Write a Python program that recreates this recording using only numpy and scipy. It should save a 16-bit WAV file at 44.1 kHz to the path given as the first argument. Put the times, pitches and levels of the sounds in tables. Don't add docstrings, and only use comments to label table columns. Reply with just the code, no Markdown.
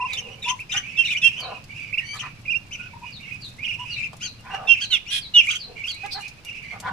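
import sys
import numpy as np
from scipy import signal
from scipy.fft import rfft, irfft, next_fast_len
from scipy.io import wavfile
from scipy.ndimage import uniform_filter1d, minimum_filter1d, map_coordinates

SR = 44100
rng = np.random.default_rng(int(sys.argv[2]) if len(sys.argv) > 2 else 0)


def output_pcm(signal):
    pcm = np.clip(np.atleast_2d(signal).T, -1, 1) * 32767
    wavfile.write(sys.argv[1], SR, np.round(pcm).astype(np.int16))


N = 305172

TROUGH_HZ = 2390


def soft_calls(open_db_per_hz=.03, ragged_db=3, wander=.02, split_hz=3200):
    # start in seconds, length in seconds, top pitch in Hz, level in dB,
    # left over right in dB, roughness 0-1.
    chirp_cues = [(0.161, 0.047, 3160, -29, -1, 0), (.434, 0.055, 2820, -30.5, 1, 0.13),
                  (.476, .042, 3130, -24.5, 1, .2), (.587, .043, 2670, -33, -1, 0.07),
                  (1.034, .046, 2920, -24.5, -2, .12), (1.075, .07, 2560, -26, 1, .2),
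                  (1.094, .04, 2960, -26.5, 0, .16), (1.145, .025, 2430, -25, -2, .15),
                  (1.157, 0.035, 2950, -26.5, -2, 0.22), (1.924, .035, 2686, -24, -7.5, .03),
                  (1.971, .031, 2804, -20, -6, .08), (2.183, 0.039, 3060, -34.5, 3, 0.39),
                  (2.45, 0.031, 2585, -37, -4, 0.18), (2.705, .06, 3060, -35, 0.5, 0.05),
                  (3.306, 0.026, 2530, -34, -17, 0.08), (3.579, 0.079, 2396, -37.5, -8, 0.17),
                  (4.197, 0.088, 3250, -34.5, 2, 0.05), (4.75, .044, 2734, -30, 1, 0.43),
                  (4.792, .066, 3316, -28, -4.5, 0.16), (5.056, 0.07, 2930, -36, 4, 0.2),
                  (5.399, 0.073, 2756, -33, 6, 0.6), (5.466, 0.042, 2460, -22, -3, .05),
                  (5.831, .033, 2820, -28, -3, .06), (5.858, 0.065, 3350, -29, -8, 0.13),
                  (6.481, .022, 2660, -36, 1, 0.2)]
    # start, length and note spacing in seconds, top pitch in Hz, level
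    # in dB, left over right in dB, roughness 0-1, dip between notes in dB, growth over the run in dB.
    twitter_cues = [(-.013, 0.09, .043, 2780, -31, -4, 0.02, 16, -2),
                    (0.689, 0.1, .05, 3036, -27.5, 2.5, 0.34, 5, 9.5),
                    (2.475, .1, .05, 2802, -21.5, -9, 0.05, 3.5, 2.5),
                    (2.745, 0.1, .05, 2790, -41.5, -1, 0.3, -3, -4),
                    (3.619, .145, .044, 2930, -28.5, -6.5, 0.3, 4, -3),
                    (3.953, 0.125, .05, 2700, -31, 2.5, 0.35, 3.5, -2),
                    (5.483, 0.091, .042, 3280, -27, -4, 0.38, 7, -12.5)]
    # start and length in seconds, level in dB, left over right in dB,
    # roughness 0-1.
    slide_cues = [(0.124, 0.04, -32.5, -4.5, .2), (0.419, 0.049, -32, -3.5, .12),
                  (0.713, 0.034, -31, -0.5, .24), (1.04, .115, -35.5, -3.5, .4)]
    calls = [chirp(*row) for row in chirp_cues] + [twitter(*row) for row in twitter_cues]
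    calls += [slide(*row) for row in slide_cues]
    direct, send = np.zeros((2, 2, N))
    for start, hz, level, pan_db, rough in calls:
        n = len(hz)
        bright_db = -17 + open_db_per_hz * (np.clip(hz.max(), 2700, 3200) - 2700)
        bright_db += np.clip(pan_db, -8, 4)
        level = level * evened(gain_of(ragged_db * np.sqrt(rough) * wobble(n, 110)))
        hz = hz * (1 + wander * np.sqrt(rough) * wobble(n, 89.6))
        tone = placed(level * (whistle(hz, rough) + gain_of(-21) * rough * breath(n)), pan_db)
        splits = hz.max() > split_hz and hz.min() < TROUGH_HZ
        grit = rasping_edge(hz, rough + .026, half_db=5 if splits else -8, breath_db=-7)
        grit = placed(level * gain_of(bright_db) * grit, pan_db)
        add(direct, start, tone + gain_of(-4) * grit)
        add(send, start, tone * (.35 + 1.97 * rough) + gain_of(-1) * grit)
    return direct, send


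def chirp(start, length, top_hz, db, pan_db, rough, rest_hz=1950, skew=1.15, db_per_hz=.008):
    u = np.linspace(0, 1, int(length * SR)) ** skew
    hz = rest_hz + (top_hz - rest_hz) * 4 * u * (1 - u)
    level = evened(gain_of(db_per_hz * (hz - top_hz)) * swell(len(u), share=.39))
    return start, hz, gain_of(db) * level, pan_db, rough


def twitter(start, length, note_s, top_hz, db, pan_db, rough, dip_db, growth_db):
    t = np.arange(int(length * SR)) / SR
    trough = (1 + np.sin(2 * np.pi * t / note_s)) / 2
    level = evened(gain_of(growth_db * t / length - dip_db * trough) * swell(len(t), share=.18))
    return start, top_hz + (TROUGH_HZ - top_hz) * trough, gain_of(db) * level, pan_db, rough


def slide(start, length, db, pan_db, rough):
    hz = arch(length, first=3850, middle=3620, last=3400)
    return start, hz, gain_of(db) * swell(len(hz), share=.33), pan_db, rough


def peeps(scoop_hz=250, drop_hz=810, bend_share=.0837, extra_gap_hz=1000, close_s=.015, high_weight=1.3):
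    # start and length in seconds; low voice's pitch, its glide and the last gap
    # between voices in Hz; low voice's crest as a share of the length; then in dB the low voice,
    # high voice, left over right, rasp at full voice and upper overtone trim.
    cues = [(0.964, 0.08, 2730, 90, 330, 0.42, -14.5, -24, -6.5, -32, -3),
            (1.212, 0.087, 2720, 230, 430, 0.53, -9.5, -19, -6.5, -25.5, 1),
            (4.668, 0.09, 2750, 40, 340, 0.5, -9, -20, -6, -35, -13),
            (4.9, .08, 2860, -800, 590, 0.52, -15, -17, -6.5, -25, 0),
            (5.336, 0.084, 2860, -300, 340, 0.52, -3.5, -14, -3.5, -37, -11)]
    # multiple, level in dB.
    partials = [(2, -24), (3, -31), (4, -37)]
    out = np.zeros((2, N))
    for start, length, pitch, glide, gap, crest_at, low_top, high_top, pan_db, grit_db, trim_db in cues:
        u = np.linspace(0, 1, int(length * SR))
        scoop = scoop_hz * np.exp(-u / bend_share)
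        collapse = drop_hz * np.exp((u - 1) / bend_share)
        low_hz = pitch + glide * (u - .5) - collapse - scoop
        high_hz = low_hz + gap + extra_gap_hz * np.exp(-u * length / close_s)
        low_db = low_top + crest(u, crest_at, rise_db=23, fall_db=22.5)
        high_db = high_top + crest(u, .51, rise_db=20, fall_db=21)
        low = gain_of(low_db) * whistle(low_hz, rough=.06)
        high = gain_of(high_db) * whistle(high_hz, rough=.11)
        strength = np.hypot(gain_of(low_db), high_weight * gain_of(high_db))
        both = signal.hilbert(low + high_weight * high) / strength
        overtones = sum(gain_of(db + trim_db * (k > 2)) * evened((both ** round(k)).real)
                        for k, db in partials)
        grit = gain_of(grit_db + .57 * low_db) * rasping_edge(low_hz, rough=.5, half_db=-2)
        voice = low + high + strength * overtones + grit
        add(out, start, placed(voice, pan_db) * swell(len(u), share=.18))
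    return out


def whistle(hz, rough, overtones_db=(), flutter_hz=420, jitter=.1, shimmer=.97):
    phase = 2 * np.pi * cycles(hz, jitter * rough, flutter_hz)
    tone = np.sin(phase) + sum(gain_of(db) * np.sin(k * phase) for k, db in enumerate(overtones_db, 2))
    return evened(tone * (1 + shimmer * rough * wobble(len(hz), flutter_hz)))


def rasping_edge(hz, rough, half_db=-6, breath_db=0):
    # frequency in Hz, gain in dB.
    bill_eq = [(1300, -8), (3000, 7.5), (4600, -3), (5400, -2), (6300, 5), (7200, -2), (8300, -10),
               (10500, -4.5), (15000, -14)]
    # frequency in Hz, gain in dB.
    hiss_eq = [(2000, -29), (4400, -13), (6000, 6.5), (7500, 1), (10500, -6.5), (15000, -22)]
    n, hoarseness = len(hz), np.sqrt(np.clip(rough, 0, 1))
    phase = 2 * np.pi * cycles(hz, .04 * rough, 600)
    overtones = np.sin(2 * phase) + gain_of(-7) * np.sin(3 * phase) + gain_of(-8) * np.sin(4 * phase)
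    halves = evened(gain_of(4) * np.sin(phase / 2) + np.sin(1.5 * phase) + np.sin(2.5 * phase))
    hiss = gain_of(-5) * evened(noise(n, hiss_eq) * gain_of(5.7 * wobble(n, 380)))
    voiced = evened(overtones) * (1 - hoarseness / 4) / np.sqrt(2)
    voiced += hoarseness * gain_of(half_db) * halves
    return body_bounce(colour(voiced + gain_of(breath_db) * breath(n), bill_eq) + hoarseness * hiss)


def breath(n):
    return evened(noise(n, [(500, -9), (1600, 6.5), (2700, 18.5), (4300, -14), (6000, -11),
                            (8500, -23), (11000, -25), (15000, -7)]))


def rasps():
    # start and length in seconds, nominal pulses a second, throat tuning factor,
    # level in dB, roughness 0-1.
    cues = [(.455, 0.059, 520, 0.93, -38.5, 0.53), (.715, 0.11, 380, 0.51, -36, 0.25),
            (2.135, 0.073, 270, 1.1, -48.5, 0.8), (6.098, 0.069, 490, 1.32, -36.5, 0.75)]
    # centre in Hz, width in Hz, gain in dB.
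    throat = [(1940, 190, -6.5), (3220, 550, 7.5), (3520, 210, 4.5), (6500, 730, -4.5), (9900, 1400, -10)]
    return hoarse_voice(cues, throat)


def hoarse_voice(calls, throat, jitter=.14, puff_share=.3, mouth_shut=.83):
    out = np.zeros(N)
    for start, length, rate, tuning, db, rough in calls:
        hz = rate * arch(length, .86, 1.02, 1)
        n = len(hz)
        turns = cycles(hz, jitter * rough, 150)
        pulses = evened(np.diff(np.floor(turns), prepend=0) - hz / SR)
        puffs = evened(np.exp(-(turns % 1) / puff_share) * rng.standard_normal(n))
        drive = (1 - rough) * pulses + rough * puffs
        voice = np.zeros(n)
        for centre, width, mode_db in throat:
            centre_hz = centre * tuning * arch(length, mouth_shut, 1.02, mouth_shut)
            width_hz = 2 * width * tuning
            voice += gain_of(mode_db) * resonate(resonate(drive, centre_hz, width_hz), centre_hz, width_hz)
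        voice = evened(voice * gain_of(2.5 * wobble(n, 40)))
        add(out, start, gain_of(db) * voice * swell(n, share=1))
    return out


def squawk(rattle_hz=300, ring_share=.4, breath_db=-13):
    # start and length in seconds, top pitch in Hz, level in dB.
    start, length, top_hz, db = (5.09, .118, 835, -26.5)
    # frequency in Hz, gain in dB.
    throat_eq = [(900, -36), (1700, -12), (2500, -8), (3400, 5), (4300, -12), (7000, -18), (10500, -14),
                 (14000, -33)]
    hz = top_hz * arch(length, .9, 1, .9)
    n, out = len(hz), np.zeros(N)
    phase = 2 * np.pi * cycles(hz, .02, 400)
    rattle = np.exp(-(cycles(np.full(n, rattle_hz), .3, 200) % 1) / ring_share)
    voice = evened(sum(np.cos(k * phase) for k in range(1, 18)))
    voice += gain_of(breath_db) * rng.standard_normal(n)
    add(out, start, gain_of(db) * evened(colour(voice * rattle, throat_eq)) * swell(n, share=.75))
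    return out


def squeal():
    # start and length in seconds, first and last pitch in Hz, level in dB.
    start, length, first_hz, last_hz, db = (2.01, 0.18, 735, 785, -39.5)
    # multiple, level in dB.
    partials = [(3, 4), (4, 0.5), (6, 1), (8, -5), (11, -20), (13, -15)]
    n, out = int(length * SR), np.zeros(N)
    phase = 2 * np.pi * cycles(np.linspace(first_hz, last_hz, n), .016, 310)
    voice = evened(sum(gain_of(tone_db) * np.sin(round(k) * phase) for k, tone_db in partials))
    add(out, start, gain_of(db + 3 * wobble(n, 60)) * swell(n, share=1) * voice)
    return out


def wire_ticks(knock_s=.007, clatter_db=-9):
    # start in seconds, level in dB, knock against tick in dB, brightest frequency in Hz,
    # tick decay in seconds.
    cues = [(.134, -22, -14, 4200, 0.0019), (.601, -39, -26, 10000, 0.0051),
            (1.404, -29.5, -9, 8450, 0.0025), (1.641, -39, -20, 5500, 0.0026),
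            (4.132, -39, 8.5, 4500, 0.003), (4.168, -40, -13, 8000, 0.0033), (4.545, -39, 10, 4000, .004),
            (5.944, -39, -15, 8000, .005), (6.062, -34.5, -2, 4000, .003),
            (6.281, -36.5, -25, 4970, 0.0079), (6.448, -33, -14, 10000, 0.0048),
            (6.801, -29, -6, 7600, .005)]
    out, t = np.zeros(N), np.arange(SR // 10) / SR
    for start, db, knock_db, bright_hz, tick_s in cues:
        clatter = noise(len(t), [(800, -35), (2500, .5), (15000, 0)])
        ring = resonate(clatter, np.full(len(t), bright_hz), .58 * bright_hz)
        tick = evened(ring + gain_of(clatter_db) * clatter) * np.exp(-t / tick_s)
        body = noise(len(t), [(200, -30), (500, 3.5), (1100, 3.5), (2500, -24), (8000, -57)])
        knock = gain_of(knock_db) * evened(body) * np.exp(-t / knock_s) / 2
        add(out, start, gain_of(db) * (tick + knock))
    return out


def rustle(scratches_per_s=120, scratch_s=.0048, scratch_db=-61, spread_db=4, grain_db=4):
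    # start and length in seconds, level in dB.
    strokes = [(1.088, 0.075, -43.5), (2.137, 0.044, -43), (3.38, .16, -54), (5.418, 0.18, -43.5),
               (5.853, 0.085, -46.5), (6.187, 0.06, -47)]
    # frequency in Hz, gain in dB.
    rustle_eq = [(400, -20), (1500, -11), (4000, -6), (7000, 1), (10500, -1.5), (15000, -6.5)]
    sizes = gain_of(spread_db * np.minimum(rng.exponential(1, N), 3))
    scratches = sizes * (rng.random(N) < scratches_per_s / SR)
    decay = np.exp(-1 / (scratch_s * SR))
    level = gain_of(scratch_db) * evened(signal.lfilter([1], [1, -decay], scratches))
    for start, length, db in strokes:
        n = int(length * SR)
        add(level, start, gain_of(db) * evened(swell(n, share=.62) * gain_of(grain_db * wobble(n, 190))))
    return level * evened(noise((2, N), rustle_eq))


def chick_cheeps(length=.1, first_hz=5200, bend=1.8):
    # start in seconds, last pitch in Hz, level in dB.
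    cues = [(1.385, 3850, -35.5), (3.105, 3600, -40), (3.397, 3600, -37), (3.889, 3750, -36),
            (4.215, 3950, -35), (4.791, 3900, -33.5), (5.195, 3800, -36.5), (5.578, 3950, -35),
            (5.864, 3950, -33.5), (6.095, 3950, -33)]
    out, u = np.zeros(N), np.linspace(0, 1, int(length * SR))
    for start, last_hz, db in cues:
        hz = last_hz + (first_hz - last_hz) * (1 - u) ** bend
        add(out, start, gain_of(db) * whistle(hz, rough=.27) * swell(len(hz), share=.8))
    return out


def clucks_and_quacks(cluck_hz=403, quack_hz=190, quack_rough=.8):
    # start and length in seconds, throat tuning factor, level in dB, roughness 0-1.
    cluck_cues = [(0.716, 0.082, 1, -47, .38), (2.125, 0.065, 1.44, -44.5, 0.71),
                  (2.2, 0.1, 1.5, -42, 0.65), (4.52, 0.053, 1.12, -35.5, 0.25),
                  (6.027, .045, 1.12, -35.5, 0.07), (6.133, .085, 1.12, -38.5, 0.17)]
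    # start and length in seconds, throat tuning factor, level in dB.
    quack_cues = [(-.1, 0.68, 0.63, -56.5), (1.341, 0.29, 0.85, -43.5), (4.41, 0.19, 1.2, -46),
                  (4.519, 0.21, .92, -43.5), (5.6, .25, 0.542, -55.5), (6.695, 0.12, 0.95, -49),
                  (6.81, .13, 1.195, -35.5)]
    # centre in Hz, width in Hz, gain in dB.
    throat = [(800, 195, 9), (1205, 159, 6.5), (1493, 116, -4.5), (2480, 320, -13.5)]
    clucks = [(start, length, cluck_hz, *rest) for start, length, *rest in cluck_cues]
    quacks = [(start, length, quack_hz, *rest, quack_rough) for start, length, *rest in quack_cues]
    return hoarse_voice(clucks + quacks, throat)


def coos():
    # start and length in seconds, nominal pitch in Hz, level in dB.
    cues = [(-.02, 0.098, 1027, -34), (0.449, 0.11, 1023, -36), (2.77, 0.14, 1480, -53),
            (2.928, 0.056, 960, -46), (3.011, 0.046, 984, -44.5), (3.78, 0.077, 1010, -45)]
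    out = np.zeros(N)
    for start, length, pitch, db in cues:
        hz = pitch * arch(length, .93, .98, .919)
        voice = whistle(hz, rough=.31, overtones_db=[-26], flutter_hz=130)
        add(out, start, gain_of(db) * voice * swell(len(hz), share=.55))
    return out


def far_flock():
    # start and length in seconds, central pitch in Hz, level in dB.
    bouts = [(0.048, .12, 2410, -33.5), (0.198, .14, 2646, -41.5), (.8, 0.18, 2450, -36),
             (1.281, .11, 2743, -32), (1.4, .17, 2556, -41), (1.674, 0.23, 2537, -37),
             (1.989, 0.055, 2150, -38), (2.218, .08, 2393, -41), (2.769, 0.091, 2552, -41.5),
             (3.018, .07, 2696, -39.5), (3.17, .18, 2454, -39), (3.76, .19, 2600, -34.5),
             (4.487, 0.083, 2540, -37), (5.745, .07, 2450, -37.5), (5.909, 0.21, 2438, -39.5),
             (6.195, 0.075, 2700, -36.5), (6.43, 0.17, 2595, -38), (6.6, .15, 2286, -38)]
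    out = np.zeros(N)
    add(out, 0, gain_of(-55) * chatter(N / SR, pitch_hz=2500, per_s=20))
    for start, length, pitch_hz, db in bouts:
        add(out, start, gain_of(db - .5) * chatter(length, pitch_hz, per_s=36))
    return out


def chatter(length, pitch_hz, per_s, pitch_spread=.22, spread_db=8):
    out, count = np.zeros(int((length + .05) * SR)), max(round(length * per_s), 2)
    for k, (late, longer, higher, louder) in enumerate(rng.random((count, 4))):
        hz = pitch_hz * (1 + pitch_spread * (higher - .5)) * arch(.035 + .04 * longer, .88, 1.03, .88)
        voice = whistle(hz, rough=.17) + gain_of(-15) * rasping_edge(hz, rough=.37)
        start = (k + late) / count * (length - .03)
        add(out, start, gain_of(spread_db * louder) * voice * swell(len(hz), share=.6))
    return evened(out)


def engine(firing_hz=17.2, thud_s=.045, smear=.81):
    # time in seconds, level in dB.
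    fader = [(0, -48.5), (4.4, -45.5), (5, -53.5), (6.55, -55), (6.92, -39.5)]
    # frequency in Hz, gain in dB.
    thud_eq = [(30, -32), (52, -36), (75, -10.5), (105, 3), (130, 1.5), (170, -4), (220, -7), (330, -21.5),
               (700, -62)]
    turns = cycles(np.full(N, firing_hz), .018, 2.4)
    pulses = evened(colour(np.diff(np.floor(turns), prepend=0) - firing_hz / SR, thud_eq))
    puffs = evened(colour(np.exp(-(turns % 1) / firing_hz / thud_s) * rng.standard_normal(N), thud_eq))
    level = gain_of(np.interp(np.arange(N) / SR, *np.transpose(fader)))
    return evened((1 - smear) * pulses + smear * puffs) * level


def yard_air(db=-46.5):
    # frequency in Hz, gain in dB.
    air_eq = [(8, -11), (28, -9.5), (50, -4), (110, 2.5), (220, -5.5), (400, -12.5), (1000, -12.5),
              (1700, -15), (4800, -14), (7000, -20.5), (10000, -21), (15000, -18)]
    common = noise(N, [(25, 2.5), (100, 5), (500, 2), (2000, -18), (8000, -51)])
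    own = rng.standard_normal((2, N))
    mixed = colour(own + common, [(25, 6.5), (100, -6), (500, -3.5), (2000, -.5), (8000, -6)])
    return gain_of(db) * evened(colour(mixed, air_eq))


def echoes(x, near_db, tail_db, near_s=.02, near_per_s=1500):
    # frequency in Hz, seconds to fall by 60 dB.
    decay_times = [(200, 0.77), (1000, 0.33), (3000, 0.37), (6000, 0.25), (14000, 0.35)]
    taps, grid = np.zeros((2, SR)), np.arange(400, SR - 20, 20)
    at = grid + rng.integers(0, 20, (2, len(grid)))
    np.put_along_axis(taps, at, rng.choice([-1., 1.], at.shape), 1)
    hz, t, spectra = signal.stft(taps, SR, nperseg=256)
    fade = gain_of(-60 * t / curve_at(decay_times, hz)[:, None])
    tail = signal.istft(spectra * fade, SR, nperseg=256)[1][:, :SR]
    age = np.arange(SR) / SR
    near = rng.standard_normal((2, SR)) * (rng.random((2, SR)) < near_per_s / SR)
    near *= np.exp(-2 * age / near_s) * (age > .002)
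    response = sum(gain_of(db) * part / np.linalg.norm(part, axis=1, keepdims=True)
                   for db, part in [(near_db, near), (tail_db, tail)])
    return signal.fftconvolve(np.atleast_2d(x), response, axes=1)[:, :N]


def body_bounce(x, strength=.8, latest_s=.0022):
    lag = int(latest_s * rng.uniform(.35, 1) * SR)
    return (x + strength * np.pad(x, (lag, 0))[:len(x)]) / np.hypot(1, strength)


def placed(x, pan_db, left_lead_s=5e-5):
    at, lag = np.arange(len(x)), left_lead_s * SR / 2
    pair = np.array([map_coordinates(x, [at + side * lag], order=5) for side in (1, -1)])
    return evened(gain_of([[pan_db / 2], [-pan_db / 2]])) * pair


def arch(length, first, middle, last):
    shape = np.polyfit([0, .5, 1], [first, middle, last], 2)
    return np.polyval(shape, np.linspace(0, 1, int(length * SR)))


def swell(n, share):
    return evened(signal.windows.tukey(n, share))


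def crest(u, at, rise_db, fall_db, curve=1.5):
    before, after = np.maximum(1 - u / at, 0), np.maximum((u - at) / (1 - at), 0)
    return -rise_db * before ** curve - fall_db * after ** curve


def cycles(hz, jitter, flutter_hz):
    return np.cumsum(hz * (1 + jitter * wobble(len(hz), flutter_hz))) / SR


def wobble(n, hz):
    f = np.fft.rfftfreq(next_fast_len(n + 4096), 1 / SR)
    return evened(irfft(rfft(rng.standard_normal(2 * len(f) - 2)) * np.exp(-(f / hz) ** 2)))[:n]


def resonate(x, hz, width_hz):
    turn, pole = np.exp(2j * np.pi * np.cumsum(hz) / SR), np.exp(-np.pi * width_hz / SR)
    return 2 * (turn * signal.lfilter([1 - pole], [1, -pole], x / turn)).real


def noise(shape, eq):
    return colour(rng.standard_normal(shape), eq)


def colour(x, eq):
    n = x.shape[-1]
    return irfft(rfft(x) * gain_of(curve_at(eq, np.fft.rfftfreq(n, 1 / SR))), n)


def curve_at(points, hz):
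    f, value = np.transpose(points)
    return np.interp(np.log(hz + 1), np.log(f + 1), value)


def add(mix, start, sound):
    at = round(start * SR)
    sound = sound[..., max(-at, 0):]
    part = mix[..., max(at, 0):][..., :sound.shape[-1]]
    part += sound[..., :part.shape[-1]]


def gain_of(db):
    return 10 ** (np.asarray(db) / 20)


def evened(x):
    return x / np.sqrt(np.mean(abs(x) ** 2) + 1e-20)


def scene():
    soft, soft_send = soft_calls()
    loud, wires = peeps(), wire_ticks()
    strained = placed(rasps() + squawk(), pan_db=-4.5) + squeal()
    grown, chick = clucks_and_quacks() + coos(), chick_cheeps()
    flock = gain_of([[-2.5], [2.5]]) * far_flock()
    cage_send = soft_send + gain_of(-3.5) * loud + gain_of(2) * strained + gain_of(-1.5) * wires
    return (soft + loud + strained + wires + rustle() + echoes(cage_send, near_db=0, tail_db=-13.5)
            + gain_of(2) * grown + echoes(grown, near_db=3.5, tail_db=-11)
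            + gain_of(-5.5) * chick + echoes(chick, near_db=-3, tail_db=-6.5)
            + gain_of(-4) * flock + echoes(flock, near_db=-2, tail_db=-7)
            + engine() + yard_air())


def record(dry, ceiling=.97, cutoff_hz=15450):
    # frequency in Hz, gain in dB.
    left_eq = [(5000, -2), (6400, 1), (7500, -1.5), (8600, -14), (11000, -12.5), (14000, -14.5)]
    # frequency in Hz, gain in dB.
    right_eq = [(5600, -1.5), (7000, -14), (8300, 2.5), (8900, -15), (10100, 0), (12500, -9.5),
                (14000, -15)]
    ports = np.array([colour(dry[0], left_eq), colour(dry[1], right_eq)])
    allowed = np.minimum(1, ceiling / (abs(ports).max(0) + 1e-9))
    limited = ports * uniform_filter1d(minimum_filter1d(allowed, size=301), size=201)
    lowpass = signal.firwin(511, cutoff_hz, window=("kaiser", 9), fs=SR)
    return signal.oaconvolve(limited, lowpass[None], "same")


dry = scene()
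out = record(dry)
output_pcm(out)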